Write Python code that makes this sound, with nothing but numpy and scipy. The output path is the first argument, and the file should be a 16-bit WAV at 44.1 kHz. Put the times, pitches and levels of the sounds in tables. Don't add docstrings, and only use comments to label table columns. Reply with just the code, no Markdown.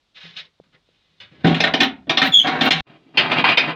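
import sys
import numpy as np
from scipy import signal
from scipy.fft import rfft, irfft, next_fast_len
from scipy.io import wavfile
from scipy.ndimage import uniform_filter1d, minimum_filter1d

SR = 44100
rng = np.random.default_rng(int(sys.argv[2]) if len(sys.argv) > 2 else 0)


def unload_wav(signal):
    wavfile.write(
        sys.argv[1],
        SR,
        np.round(np.clip(np.atleast_2d(signal).T, -1, 1) * 32767).astype(np.int16),
    )


N = 165375

# frequency in Hz, colour in dB.
HUSH_COLOUR = [(18, -33), (30, 4.5), (1920, -10), (2310, -8), (2490, -9), (3590, -3.5), (15000, -41.5)]
HUSH_DB = -69

# frequency in Hz, level in dB, free ring time t60 in s.
PANEL_MODES = [(166, 0, .6), (231, -3, .35), (264, -1, .35), (591, -3, .32), (730, -5, .25), (765, -3, .3),
               (1420, -4, .28), (1522, -4, .28), (1647, -4, .28), (2486, -6, .28)]
# frequency in Hz, free ring time t60 in s.
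DENSE_RING = [(100, 1), (300, 0.28), (800, 0.37), (2000, 0.23), (5000, 0.16), (12000, 0.073)]
CLANG_T60_S = 0.058
DENSE_RING_DB, PANEL_MODES_DB = 1.5, -13
PRESSED_RING = 0.58
# lower edge in Hz, upper edge in Hz.
ZONES_HZ = [(1900, 6000), (40, 480), (480, 1900), (6000, 17000)]
# frequency in Hz, colour in dB.
BRUSH_COLOUR = [(35, -55.5), (60, -21.5), (127, -8), (163, -6.5), (253, -17.5), (938, -14), (1710, -6.5),
                (3040, 2.5), (3710, 4.5), (8000, -31), (15600, -51)]
# frequency in Hz, colour in dB.
BOLT_COLOUR = [(30, -40.5), (50, -29), (75, -21.5), (126, -13.5), (162, -1), (197, -7.5), (266, 2.5),
               (377, -10.5), (548, -13.5), (758, 1), (838, -7.5), (998, -8.5), (1490, -8), (3840, -3),
               (4460, -17.5), (6200, -30), (7160, -33.5), (9890, -46), (15500, -46.5)]
# frequency in Hz, colour in dB.
SHOVE_COLOUR = [(30, -54.5), (154, 1), (207, -7), (266, 1.5), (522, -9.5), (686, 1), (1250, 0),
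                (1910, -4.5), (2500, 2.5), (3000, -0.5), (3600, -5.5), (4900, -17), (5400, -32),
                (6640, -42.5), (10000, -47), (15500, -51)]
GRIP_S = 1.43
BREAK_S = 2.809
SHOVE_S = BREAK_S + .02

# start in s, end in s, then treble, bass and middle force in dB.
STROKES = [(0.15, 0.272, -43, -65.5, -51), (0.269, 0.458, -50, -62.5, -60.5),
           (0.364, 0.406, -35.5, -77, -48), (0.728, 0.758, -59, -56, -56), (0.854, 1.214, -68.5, -73, -79),
           (1.315, 1.43, -60.5, -49, -58.5), (1.442, 1.526, -30, -17.5, -27.5),
           (1.523, 1.686, -36, -34.5, -34), (1.806, 1.848, -26, -23, -22.5),
           (2.224, 2.282, -24, -31.5, -30), (2.282, 2.439, -38.5, -45, -55), (2.438, 2.604, -35, -29, -24),
           (2.605, 2.689, -20.5, -21, -17), (2.716, 2.821, -31, -41, -31), (2.851, 2.967, -58, -52, -55.5),
           (2.974, 3.14, -67.5, -56.5, -69.5), (3.144, 3.192, -44, -35.5, -43),
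           (3.203, 3.312, -30, -31.5, -27.5), (3.315, 3.412, -25.5, -31, -23.5),
           (3.458, 3.531, -20, -29.5, -23.5), (3.607, 3.718, -30, -32, -29.5)]
STROKE_EDGE_S, STROKE_FIZZ_DB = 0.017, -30
GRAINS_PER_S, GRAIN_SPREAD_DB = 3000, 3.6
JUDDER_PER_S, JUDDER_DB = 110, 2.8

# start in s,
# peak of the envelope in dB, pitch in Hz, rise and decay time in s.
BUMPS = [(0.234, -44.5, 168, 0.024), (.253, -39.5, 436, 0.00072), (.6, -33, 476, 0.0008),
         (.608, -49.5, 167, 0.0043), (.889, -49.5, 450, 0.001), (2.803, -31, 69, 0.0033)]

# start in s, treble, bass and middle force in dB,
# chatter decay in s (1 ms at least), bite in dB.
BLOWS = [(1.4443, -27.5, -8.5, -20, .0083, 3), (1.4675, -23, -14.5, -33, 0.0039, 1),
         (1.5436, -23, -40.5, -32.5, 0.006, -5), (1.6026, -17, -20.5, -23, .003, 10),
         (1.6364, -17, -28, -12.5, 0.0065, 0.5), (1.6707, -27, -25.5, -19.5, 0.0051, -2.5),
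         (1.7372, -17, -22, -17.5, .004, 7), (1.8025, -11, -15.5, -16.5, 0.0073, 6),
         (1.831, -20, -28, -25, .003, 3), (2.0941, -16.5, -19, -17.5, 0.0087, 6.5),
         (2.1715, -15, -26, -16.5, 0.0022, 12.5), (2.2155, -12.5, -23.5, -15, 0.006, 1.5),
         (2.4696, -21, -23.5, -22.5, 0.015, 4), (2.6085, -17, -23, -19, 0.0099, 4.5),
         (2.7055, -10, -33.5, -23, .004, 1), (2.7175, -14, -29.5, -25, 0.0021, 1),
         (3.1724, -9, -29, -20, .005, 6), (3.1874, -15, -27.5, -23.5, 0.015, 0),
         (3.3148, -16.5, -24, -23.5, 0.0082, 1.5), (3.3825, -19, -21.5, -28.5, 0.0046, 0),
         (3.4401, -14.5, -33.5, -13.5, 0.0086, -0.5), (3.488, -16, -29.5, -29, 0.0049, -1.5),
         (3.5725, -9.5, -30, -15.5, 0.004, 9.5)]
TOUCHES = [(0.636, -71, -54, -66, .003, 3), (1.2006, -38, -52.5, -44, 0.025, -3.5),
           (2.069, -56.5, -28, -47.5, 0.023, 0)]
CLICK_SHARE = 0.31
BLOW_FIZZ_DB = -29
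BITE_HZ, BITE_WIDTH_HZ = 5430, 1250

# peak time in s, spread in s, rms level at the peak in dB.
HISSES = [(1.837, 0.0088, -39.5), (2.269, 0.02, -40), (2.658, 0.016, -39)]
# frequency in Hz, colour in dB.
HISS_COLOUR = [(3000, -37), (9500, -12), (13800, -3)]

# start in s, length in s, start pitch in Hz,
# end pitch in Hz, level in dB.
LOW_TONES_AND_CHIRP = [(3.3, 0.056, 250, 238, -24), (2.215, .07, 285, 259, -19.5),
                       (2.272, 0.043, 240, 125, -25), (2.247, 0.039, 1500, 2110, -20.5),
                       (2.37, .045, 105, 220, -36.5), (2.715, 0.1, 165, 165.4, -26)]
TONE_WOBBLE = .025

# time in s, pitch in Hz, level in dB.
SQUEAL = [(2.316, 3520, -51.5), (2.323, 3470, -25.5), (2.335, 3410, -16), (2.346, 3407, -4.5),
          (2.364, 3305, -13.5), (2.381, 3361, -10.5), (2.401, 3190, -15), (2.426, 3223, -25.5),
          (2.477, 3254, -37.5)]
SQUEAL_HARMONICS_DB = [2.5, -23.5, -45.5, -38]
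SQUEAL_WOBBLE, SQUEAL_FLUTTER_DB = .024, 6
SQUEAL_ROOM_DB, SQUEAL_T60_S = -8.5, .25
SQUEAL_ROOM_TOP_HZ = 5000
# frequency in Hz, level in dB, t60 in s.
BOLT_MODES = [(3345, -37, .35), (3210, -32, .3)]
# delay in s, level in dB.
ECHOES = [(.0073, -7.5), (0.017, -9.5), (0.036, -18)]

# start in s, end in s, gain in dB.
DIPS = [(2.69, 2.709, -10.5), (2.814, 2.87, -15)]
DIP_EDGE_S = 0.0035
CEILING, LIMIT_S = .88, .004
TOP_HZ = 15800


def undb(db):
    return 10 ** (np.asarray(db) / 20)


def unit(x):
    return x / np.sqrt(np.sum(x ** 2) + 1e-18)


def on_log(hz, points):
    f, v = np.array(points).T
    return np.interp(np.log(hz + 1), np.log(f), v)


def shape(x, gain):
    size = next_fast_len(len(x) + 8192) // 2 * 2
    hz = np.arange(size // 2 + 1) * SR / size
    cepstrum = irfft(np.log(gain(hz) + 1e-6))
    cepstrum[1:size // 2] *= 2
    cepstrum[size // 2 + 1:] = 0
    response = np.exp(rfft(cepstrum))
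    return irfft(rfft(x, size) * response)[:len(x)]


def coloured_noise(colour):
    noise = shape(rng.standard_normal(N), lambda hz: undb(on_log(hz, colour)))
    return np.sqrt(N) * unit(noise)


def band(x, lo, hi, order=4):
    edges = [lo, min(hi, SR / 2 - 1)]
    return signal.sosfilt(signal.butter(order, edges, "band", fs=SR, output="sos"), x)


def fade(t, t60):
    return np.exp(-np.log(1000) * t / t60)


def walk(rate):
    steps = np.interp(np.arange(N) / SR * rate, np.arange(N), rng.standard_normal(N))
    return uniform_filter1d(steps, max(int(SR / rate / 2), 1))


def even(x):
    spectrum = rfft(x, 2 * len(x))
    hz = np.arange(len(spectrum)) * SR / (2 * len(x))
    grid = np.geomspace(20, SR / 2, 20000)
    power = uniform_filter1d(np.interp(grid, hz, np.abs(spectrum) ** 2), size=600)
    return unit(shape(x, lambda f: np.interp(f, grid, power) ** -.5))


def room_tone():
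    return undb(HUSH_DB) * coloured_noise(HUSH_COLOUR)


def door_response(ring_share):
    t = np.arange(SR) / SR
    clang = unit(rng.standard_normal(SR) * fade(t, CLANG_T60_S))
    ring = np.zeros(SR)
    edges = np.geomspace(40, 20000, 13)
    for lo, hi in zip(edges, edges[1:]):
        t60 = ring_share * on_log(np.sqrt(lo * hi), DENSE_RING)
        part = band(rng.standard_normal(SR), lo, hi, order=2) * fade(t, t60)
        ring += unit(part) * np.sqrt(2 * (hi - lo) / SR)
    modes = np.zeros(SR)
    for hz, db, t60 in PANEL_MODES:
        modes += undb(db) * unit(np.sin(2 * np.pi * hz * t) * fade(t, ring_share * t60))
    return even(clang + undb(DENSE_RING_DB) * ring + undb(PANEL_MODES_DB) * unit(modes))


def door():
    t = np.arange(N) / SR
    forces = (blows(), 1), (scrapes(), PRESSED_RING)

    def rung(when, colour):
        out = np.zeros(N)
        for force, ring_share in forces:
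            tap = shape(door_response(ring_share), lambda hz: undb(on_log(hz, colour)))
            for push, (lo, hi) in zip(force, ZONES_HZ):
                out += signal.fftconvolve(push * when, unit(band(tap, lo, hi)))[:N]
        return out

    handled = rung(t < GRIP_S, BRUSH_COLOUR) + rung(t >= GRIP_S, BOLT_COLOUR)
    break_off = np.clip((BREAK_S - t) * 1000, 0, 1)
    return break_off * handled + rung(t > SHOVE_S, SHOVE_COLOUR)


def grit():
    hit = rng.random(N) < GRAINS_PER_S / SR
    size = undb(GRAIN_SPREAD_DB * np.minimum(rng.exponential(size=N), 4))
    return unit(hit * size * rng.choice([-1, 1], N)) * np.sqrt(N)


def scrapes():
    t = np.arange(N) / SR
    effort = np.zeros((4, N))
    for start, end, *dbs in STROKES:
        stroke = np.clip(np.minimum(t - start, end - t) / STROKE_EDGE_S + .5, 0, 1)
        effort += np.outer(undb(dbs + [dbs[0] + STROKE_FIZZ_DB]), stroke)
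    return effort * grit() * undb(JUDDER_DB * walk(JUDDER_PER_S))


def bumps():
    t = np.arange(N) / SR
    out = np.zeros(N)
    for start, db, hz, decay in BUMPS:
        age = np.maximum(t - start, 0) / decay
        envelope = age * np.exp(1 - age)
        out += undb(db) * envelope * np.sin(2 * np.pi * hz * decay * age)
    return out


def blows():
    force = np.zeros((4, N + SR))
    t = np.arange(SR // 6) / SR
    for start, *dbs, chatter, bite_db in list(BLOWS) + list(TOUCHES):
        push = unit(rng.standard_normal(len(t)) * np.exp(-t / max(chatter, .001)))
        push[0] += CLICK_SHARE
        push = shape(push, lambda hz: undb(bite_db * np.exp(-((hz - BITE_HZ) / BITE_WIDTH_HZ) ** 2)))
        zone_gains = undb(dbs + [dbs[0] + BLOW_FIZZ_DB])
        i = int(start * SR)
        force[:, i:i + len(t)] += np.outer(zone_gains, push) * np.sqrt(0.016 * SR)
    return force[:, :N]


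def hisses():
    t = np.arange(N) / SR
    pressure = sum(undb(db) * np.exp(-np.abs(t - peak) / spread) for peak, spread, db in HISSES)
    return pressure * coloured_noise(HISS_COLOUR)


def groans_chirp_and_hum():
    t = np.arange(N) / SR
    out = np.zeros(N)
    for start, length, start_hz, end_hz, db in LOW_TONES_AND_CHIRP:
        along = np.clip((t - start) / length, 0, 1)
        glide = start_hz + (end_hz - start_hz) * along
        hz = glide * (1 + TONE_WOBBLE * walk(200))
        out += undb(db) * np.sin(np.pi * along) * np.sin(2 * np.pi * np.cumsum(hz) / SR)
    return out


def squeal_room():
    t = np.arange(SR) / SR
    tail = band(rng.standard_normal(SR), 100, SQUEAL_ROOM_TOP_HZ, order=1) * fade(t, SQUEAL_T60_S)
    room = undb(SQUEAL_ROOM_DB) * unit(tail)
    for hz, db, t60 in BOLT_MODES:
        room += undb(db) * unit(np.cos(2 * np.pi * hz * t) * fade(t, t60))
    room[0] += 1
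    for delay, db in ECHOES:
        room[int(delay * SR)] += undb(db)
    return room


def squeal():
    t = np.arange(N) / SR
    times, pitches, levels = np.array(SQUEAL).T
    hz = np.interp(t, times, pitches) * (1 + SQUEAL_WOBBLE * walk(450))
    phase = 2 * np.pi * np.cumsum(hz) / SR
    tone = sum(undb(db) * np.sin(k * phase) for k, db in enumerate(SQUEAL_HARMONICS_DB, start=1))
    level = undb(np.interp(t, times, levels) + SQUEAL_FLUTTER_DB * walk(200))
    sounding = (t > times[0]) & (t < times[-1])
    return signal.fftconvolve(tone * level * sounding, squeal_room())[:N]


def dips():
    t = np.arange(N) / SR
    db = np.zeros(N)
    for start, end, depth in DIPS:
        db += depth * np.clip(np.minimum(t - start, end - t) / DIP_EDGE_S, 0, 1)
    return undb(db)


def scene():
    layers = room_tone() + door() + bumps() + hisses() + groans_chirp_and_hum() + squeal()
    return (dips() * layers)[None]


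def record(dry):
    span = int(LIMIT_S * SR)
    gain = minimum_filter1d(CEILING / np.maximum(np.abs(dry), CEILING), 2 * span)
    gain = uniform_filter1d(uniform_filter1d(gain, span), span)
    low_pass = signal.ellip(10, .2, 80, TOP_HZ, fs=SR, output="sos")
    return signal.sosfilt(low_pass, dry * gain)


dry = scene()
out = record(dry)
unload_wav(out)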